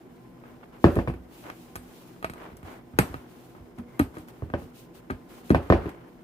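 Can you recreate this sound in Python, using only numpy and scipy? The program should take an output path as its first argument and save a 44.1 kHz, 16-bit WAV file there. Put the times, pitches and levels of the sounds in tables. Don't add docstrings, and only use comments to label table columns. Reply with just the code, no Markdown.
import sys
import numpy as np
from scipy import signal
from scipy.io import wavfile
from scipy.ndimage import uniform_filter1d

SR = 44100
rng = np.random.default_rng(int(sys.argv[2]) if len(sys.argv) > 2 else 0)


def generate_wav(signal):
    frames = np.transpose(np.atleast_2d(signal))
    scaled = np.clip(frames, -1, 1) * 32767
    pcm = np.round(scaled).astype(np.int16)
    wavfile.write(sys.argv[1], SR, pcm)


def elevation(decibels):
    levels = np.asarray(decibels, float)
    return 10 ** (levels / 20)


N = 275004


def at_hz(points, hz):
    table_hz, value = np.transpose(points)
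    return np.interp(np.log(hz), np.log(table_hz), value)


def rms_one(x):
    return x / np.sqrt(np.mean(x ** 2) + 1e-20)


def drift(rate):
    steps = rng.standard_normal(int(N / SR * 60) + 2)
    slow = uniform_filter1d(steps, size=max(1, int(30 / rate)), mode="wrap")
    return np.interp(np.arange(N) / SR * 60, np.arange(len(slow)), rms_one(slow))


def peak(x, hz, width):
    r = np.exp(-np.pi * width / SR)
    poles = [1, -2 * r * np.cos(2 * np.pi * hz / SR), r * r]
    return signal.lfilter([(1 - r * r) / 2, 0, (r * r - 1) / 2], poles, x)


def twice_peaked(x, hz, width):
    return rms_one(peak(peak(x, hz, width), hz, width))


def band_pass(low, high):
    return signal.butter(2, [low, high], "band", fs=SR, output="sos")


def coloured(spectrum, patchy_db, first=0):
    # frequency in Hz, left-right likeness (1 = same).
    likeness = [(30, 0.79), (250, 0.93), (1000, 0.024), (16000, 0.012)]
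    edges = 25 * 2 ** np.arange(first / 2, 9.6, .5)
    white, together = rng.standard_normal((2, 2, N)), drift(44)
    out = 0
    for k, (low, high) in enumerate(zip(edges, edges[1:])):
        hz = np.sqrt(low * high)
        mid, side = signal.sosfilt(band_pass(low, high), white[k % 2])
        alike = np.clip(at_hz(likeness, hz), -1, 1)
        flicker_db = patchy_db * (together + .5 * drift(29))
        gain = elevation(at_hz(spectrum, hz) + flicker_db)
        out = out + gain * (np.sqrt(1 + alike) * mid + np.sqrt(1 - alike) * side * [[1], [-1]])
    return rms_one(out)


def room_tone():
    # frequency in Hz, level in dB per Hz.
    air_spectrum = [(15, -46), (25, 1), (59, 4.5), (92, -14), (134, 10), (206, -12), (242, -3), (394, 8),
                    (476, -8), (531, 9), (1020, -25.5), (1650, -19), (16000, -90)]
    # frequency in Hz, width in Hz, level in dB.
    hum_lines = [(124.8, 16, -61.5), (172.2, 38, -58), (243.6, 20, -55), (339, 39, -59), (484.8, 11, -65.5),
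                 (1028, 7, -72.5), (5150, 200, -87), (12200, 300, -88)]
    white = rng.standard_normal((2, N))
    shared = white[0] + 0.27 * white[1] * [[1], [-1]]
    hum = sum(elevation(db) * twice_peaked(shared, hz, width) for hz, width, db in hum_lines)
    return hum + elevation(-54) * coloured(air_spectrum, patchy_db=0.4)


def kitchen(x):
    # low edge in Hz, high edge in Hz, t60 in seconds, level in dB.
    reflections = [(65, 103, .3, -16.5), (120, 254, 0.14, -4.5), (248, 440, 0.45, -12.5),
                   (455, 827, 0.23, -12), (717, 1440, 0.37, -17), (1190, 1740, 0.15, -16.5),
                   (2000, 2650, 0.16, -8), (3050, 4700, 0.16, -8.5), (4400, 11300, 0.35, -15),
                   (8100, 9000, 0.17, -3), (10800, 12000, .23, -5.5)]
    white, out = rng.standard_normal((2, 2, N)), 0
    for k, (low, high, t60, db) in enumerate(reflections):
        band = band_pass(low, high)
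        held = elevation(-120 / (t60 * SR))
        energy = signal.sosfilt(band, x[0]) ** 2 + 1e-18
        stored = signal.lfilter([1 - held], [1, -held], energy)
        stored = signal.lfilter([.01], [1, -.99], stored)
        mid, side = rms_one(signal.sosfilt(band, white[k % 2]))
        apart = min(low / 900, 1)
        out = out + elevation(db) * np.sqrt(stored) * (mid + apart * side * [[1], [-1]])
    return out


def stroking():
    # start in seconds, length in seconds, scuff on counter and lid in dB,
    # skin hiss in dB.
    strokes = [(0.418, 0.2, -55.5, -77), (0.625, 0.028, -47.5, -83), (0.71, .11, -53.5, -76),
               (0.76, 0.39, -73, -60.5), (1.266, 0.31, -61, -62), (1.428, 0.13, -44.5, -64),
               (1.467, 0.4, -62, -63.5), (1.72, 0.66, -61.5, -63.5), (2.326, 0.27, -46.5, -69),
               (2.555, 0.052, -58, -73), (2.609, 0.25, -47, -64.5), (2.929, 0.43, -50.5, -64),
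               (3.2, 0.51, -64, -67.5), (3.547, 0.073, -56.5, -78), (3.773, 0.049, -49.5, -67),
               (3.858, 0.25, -60, -71.5), (4.115, 0.17, -54.5, -64.5), (4.267, 0.062, -54, -63.5),
               (4.293, 0.2, -61, -71), (4.556, 0.16, -58, -63.5), (4.725, 0.17, -74, -61.5),
               (4.93, 0.098, -60, -61.5), (5.261, 0.22, -55, -61.5), (5.423, 0.13, -57.5, -62),
               (5.592, 0.19, -50, -66), (5.784, 0.2, -45.5, -70), (5.877, 0.31, -56, -86)]
    rise, fall = 0.27, 0.62
    t = np.arange(N) / SR
    power = elevation([[-62], [-74]]) ** 2
    for start, length, scuff_db, skin_db in strokes:
        done = (t - start) / length
        speed = np.clip(np.minimum(done / rise, (1 - done) / fall), 0, 1)
        power = power + (elevation([[scuff_db], [skin_db]]) * np.sin(np.pi / 2 * speed) ** 2) ** 2
    return np.sqrt(power)


def hands():
    # frequency in Hz, level in dB per Hz.
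    scuff_spectrum = [(180, -65), (300, 24), (347, 0), (595, 3), (1200, 0), (1350, -2), (2500, -10.5),
                      (7000, -58), (9100, -64), (15400, -120)]
    # frequency in Hz, level in dB per Hz.
    skin_spectrum = [(1470, -26), (2500, -0.5), (5030, -5.5), (7360, -8), (8400, -2), (9220, -10),
                     (14700, -3), (16000, -8)]
    scuff_gain, skin_gain = stroking()
    slips = (rng.random(N) < 900 / SR) * rng.exponential(1, N)
    grain = 4 + signal.lfilter([1], [1, -np.exp(-1 / (.002 * SR))], slips)
    scuff = rms_one(grain * coloured(scuff_spectrum, .8, first=6))
    skin = coloured(skin_spectrum, 1.2, first=12)
    return elevation(2.0) * scuff_gain * scuff + elevation(5.0) * skin_gain * skin


def squeak():
    # start in seconds, end in seconds, frequency in Hz, width in Hz, level in dB.
    thumb_drag = (3.86, 3.99, 2100, 220, -68)
    start, end, hz, width, db = thumb_drag
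    t = np.arange(N) / SR
    drag = np.clip(np.minimum(t - start, end - t) / 0.018, 0, 1)
    noise = rng.standard_normal(N)
    return elevation(db) * drag * sum(twice_peaked(noise, hz / k, width / k) for k in (1, 2))


def trapped_air():
    # start in seconds, level in dB, frequency in Hz, t60 in seconds.
    pushes = [(2.245, -24.5, 650, 0.057), (2.988, -30, 178, 0.051), (2.989, -17, 825, 0.031),
              (4.538, -22, 588, 0.06), (4.539, -38.5, 3100, 0.017), (3.782, -28, 238.5, 0.19),
              (3.9955, -3.5, 285, 0.062), (4.008, -11, 262, 0.067), (4.164, -37, 310.7, 0.27),
              (5.506, -3.5, 311, 0.047), (5.855, -27, 286, 0.12)]
    out = np.zeros(N)
    for s, db, hz, t60 in pushes:
        t = np.maximum(np.arange(N) / SR - s, 0)
        out += elevation(db - 60 * t / t60) * (1 - np.exp(-t * hz)) * np.sin(2 * np.pi * hz * t)
    return out * [[1], [1]]


def blows(rows):
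    s, force_db, weight_db, hardness_db, brightness_db = np.transpose(rows)
    clack_db, thump_db, snap_db = force_db + hardness_db, force_db + weight_db, force_db + brightness_db
    crack_db = (clack_db + snap_db) / 2 + 6
    return list(zip(s, clack_db, force_db, thump_db, snap_db, crack_db))


def clicks(at, db, lag_s):
    out = np.full((2, N), 1e-18)
    np.add.at(out[0], (at * SR).astype(int), elevation(db[0]))
    np.add.at(out[1], ((at + lag_s) * SR).astype(int), elevation(db[1]))
    return out


def struck(hits, modes, lag_s, spread_db, softness, give_s, snap_db, snap_s):
    reach_hz = (110, 330, 900, 2400)
    # frequency in Hz, width in Hz, level in dB.
    snap_peaks = [(5500, 7800, 8), (8250, 14400, 10.5), (13800, 3800, 7.5)]
    at, clack, knock, thump, snap, crack = np.transpose(hits)
    drives_db = np.transpose([thump, knock, clack, crack])
    chance = rng.standard_normal((len(at), len(modes), 3))
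    out = 0
    for k, (hz, db, t60) in enumerate(modes):
        force_db = np.array([np.interp(np.log(hz), np.log(reach_hz), row) for row in drives_db])
        sides_db = spread_db * min(.5 + hz / 900, 1.5) * chance[:, k, 1:].T
        sides_db = sides_db + (hz < 200) * np.array([[-1.3], [1.3]])
        moved = at + give_s * (hz < 500)
        train = clicks(moved, force_db + db + spread_db * chance[:, k, 0] + sides_db, lag_s)
        r, w = elevation(-60 / (t60 * SR)), 2 * np.pi * hz / SR
        soft = np.exp(-w / softness)
        swell = np.convolve([1, -2 * soft, soft ** 2], [1, -2 * r * np.cos(w), r * r])
        gain = np.sin(w) * (1 - soft) ** 2 * (1 + softness ** 2)
        out = out + signal.lfilter([0, gain], swell, train)
    train = clicks(at, np.tile(snap + snap_db, (2, 1)), lag_s)
    noise = rng.standard_normal(N)
    noise = np.array([noise, np.roll(noise, int(lag_s * SR))])
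    burst = noise * signal.lfilter([1], [1, -np.exp(-1 / (snap_s * SR))], train)
    for k, (hz, width, db) in enumerate(snap_peaks):
        out = out + elevation(db) * (-1) ** k * peak(burst, hz, width)
    return out


def no_deep_bass(x):
    return signal.sosfilt(signal.butter(6, 62, "high", fs=SR, output="sos"), x)


def lid_on_rim():
    # start in seconds, force in dB, then weight, hardness and brightness
    # in dB against the force.
    lid_hits = [(0.438, -51, -8, 6, -22), (0.637, -70, -9, 6, -8), (1.756, -55, 22, 13.5, 18.5),
                (1.762, -56, 21, 15.5, 15.5), (2.227, -44.5, -27, 8, -6), (2.245, -33.5, -36, 12, -6.5),
                (2.298, -32, -13, -5.5, -10.5), (2.336, -58, 10, 13, 10.5), (2.63, -51, 16, -2, -4.5),
                (2.988, -6.5, -13, -7.5, -19), (2.994, -11, -15, -33, -28), (3.142, -31, -2.5, 1, -22),
                (3.55, -62, 15, 23, -35), (3.786, -28, -10, -28, -27), (3.9975, -9.5, -13, -10, -31.5),
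                (4.011, -20, -13, -21, -30), (4.184, -56, 13, -5, 8.5), (4.501, -33.5, -25, -7, -35),
                (5.102, -38, 4, 11.5, -28.5), (5.107, -24, -2, -12, -22), (5.504, -3.5, -16.5, -15.5, -37),
                (5.512, -34, -26, -6, -13)]
    # start in seconds, force in dB, weight in dB against the force.
    presses = [
        (2.518, -37.5, -2),
        (2.936, -39.5, 5),
        (3.096, -40.5, 11),
        (3.6, -56, 18),
        (4.169, -23.5, -37),
        (4.62, -34.5, -1.5),
        (5.099, -26.5, -25),
    ]
    # start in seconds, snap in dB, crack in dB.
    ticks = [(0.169, -80, -68), (0.9556, -43.5, -37), (1.44, -64, -45), (1.5005, -49, -31.5),
             (2.5687, -47.5, -62), (2.52, -76, -62), (2.988, -23.5, -29), (3.9935, -30.5, -26.5),
             (4.154, -68, -49), (4.2847, -51.5, -45.5), (5.4953, -47, -41), (5.892, -48, -42),
             (5.903, -67, -66)]
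    # frequency in Hz, level in dB,
    # t60 in seconds.
    lid_modes = [(59.3, 9, 0.1), (91.7, 6.5, 0.14), (142, 4, 0.078), (198, 7.5, 0.049), (260, -5, 0.16),
                 (273.5, -1, 0.035), (370.4, 0, 0.031), (470, -8, 0.06), (524, -68, 0.0053),
                 (614, -6, 0.072), (785, -9.5, 0.075), (928, -7, 0.049), (1252, 5.5, 0.051),
                 (1550, 11, 0.014), (1650, -106, 0.05), (1864, 10.5, 0.012), (2225, -0.5, 0.022),
                 (2500, 0, 0.013), (3216, -10, 0.027), (3930, -8, 0.017), (5270, -7.5, 0.006),
                 (930, 5, 0.0066), (3100, -1.5, 0.0018)]
    pads = [(*row, -14.5, -37.5) for row in presses]
    light = [(s, crack_db - 14, -90, -90, snap_db, crack_db) for s, snap_db, crack_db in ticks]
    touches = blows(lid_hits) + blows(pads) + light
    return elevation(-6) * struck(touches, lid_modes, lag_s=.0003, spread_db=1.8, softness=.7, give_s=.0015,
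                            snap_db=8, snap_s=.003)


def bowl_on_counter():
    # start in seconds, force in dB, then weight, hardness and brightness
    # in dB against the force.
    bowl_hits = [(0.842, -7, -9.5, -7.5, -36), (0.868, -24, -20, -7, -34), (0.89, -41, 12, -2, -27),
                 (0.963, -23.5, 6, -15, -42), (0.968, -19.5, 3, -7.5, -46), (0.989, -28, -10, 3.5, -34),
                 (1.075, -32.5, 15, 3.5, -28), (1.081, -27.5, 3.5, -11, -29), (1.099, -39, -20, 1, -23),
                 (1.139, -40, -8, -7, -22), (4.422, -33, 4.5, -5, -59), (4.538, -22.5, -7, 1.5, -47.5),
                 (5.547, -18, 1, 3.5, -28.5), (5.574, -53, 20, -3, -36), (5.701, -9.5, -1, -3.5, -38),
                 (5.724, -15, -13, 2, -41), (5.79, -34, 6, -13, -37), (5.857, -28.5, -7.5, -10, -37)]
    # delay in seconds, then force,
    # weight, hardness and brightness in dB.
    rebound = (.012, -10, -23.5, -26, -23)
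    # frequency in Hz, level in dB, t60 in seconds.
    counter_modes = [(61, -2, 0.35), (86.1, -0.5, 0.29), (123, 12, 0.054), (153, -33, 0.033),
                     (199, 7.5, 0.039), (283, -18.5, 0.27), (293, 3, 0.077), (344, 8, 0.069),
                     (399.3, 6, 0.06), (447.3, -13, 0.11), (546.4, -10, 0.23), (568, -5.5, 0.21),
                     (659, 6, 0.04), (752, 3, 0.044), (894, -7.5, 0.059), (940, -25, 0.0097),
                     (1080, 14, 0.014), (1222, 8, 0.017), (1530, 6, 0.036), (1647, -1, 0.063),
                     (1770, 6.5, 0.038), (2330, 7.5, 0.021), (2710, -2, 0.014), (3010, -15.5, 0.014),
                     (3340, -6, 0.019), (4700, -10, 0.008), (830, -2.5, 0.022), (2670, -88, 0.00029)]
    landings = blows(bowl_hits) + blows(np.add(bowl_hits, rebound))
    return -elevation(-6) * struck(landings, counter_modes, lag_s=.0002, spread_db=1.8, softness=.7, give_s=.0004,
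                             snap_db=7, snap_s=.007)


def scene():
    bowl, lid = no_deep_bass(bowl_on_counter()), no_deep_bass(lid_on_rim())
    air = no_deep_bass(trapped_air())
    room = kitchen(lid + elevation(2.5) * bowl)
    no_top_air = signal.cheby2(14, 45, 15900, fs=SR, output="sos")
    quiet = signal.sosfilt(no_top_air, hands() + room + room_tone())
    return bowl + lid + air + quiet + squeak()


def band_limit(x):
    return signal.sosfilt(signal.butter(12, 16520, fs=SR, output="sos"), x)


def record(dry):
    rounded = .92 * np.tanh(dry / .92)
    rounded = signal.sosfilt(signal.butter(2, 32, "high", fs=SR, output="sos"), rounded)
    cut = signal.sosfilt(signal.cheby2(14, 60, 16700, fs=SR, output="sos"), rounded)
    return band_limit(cut)


dry = scene()
out = record(dry)
generate_wav(out)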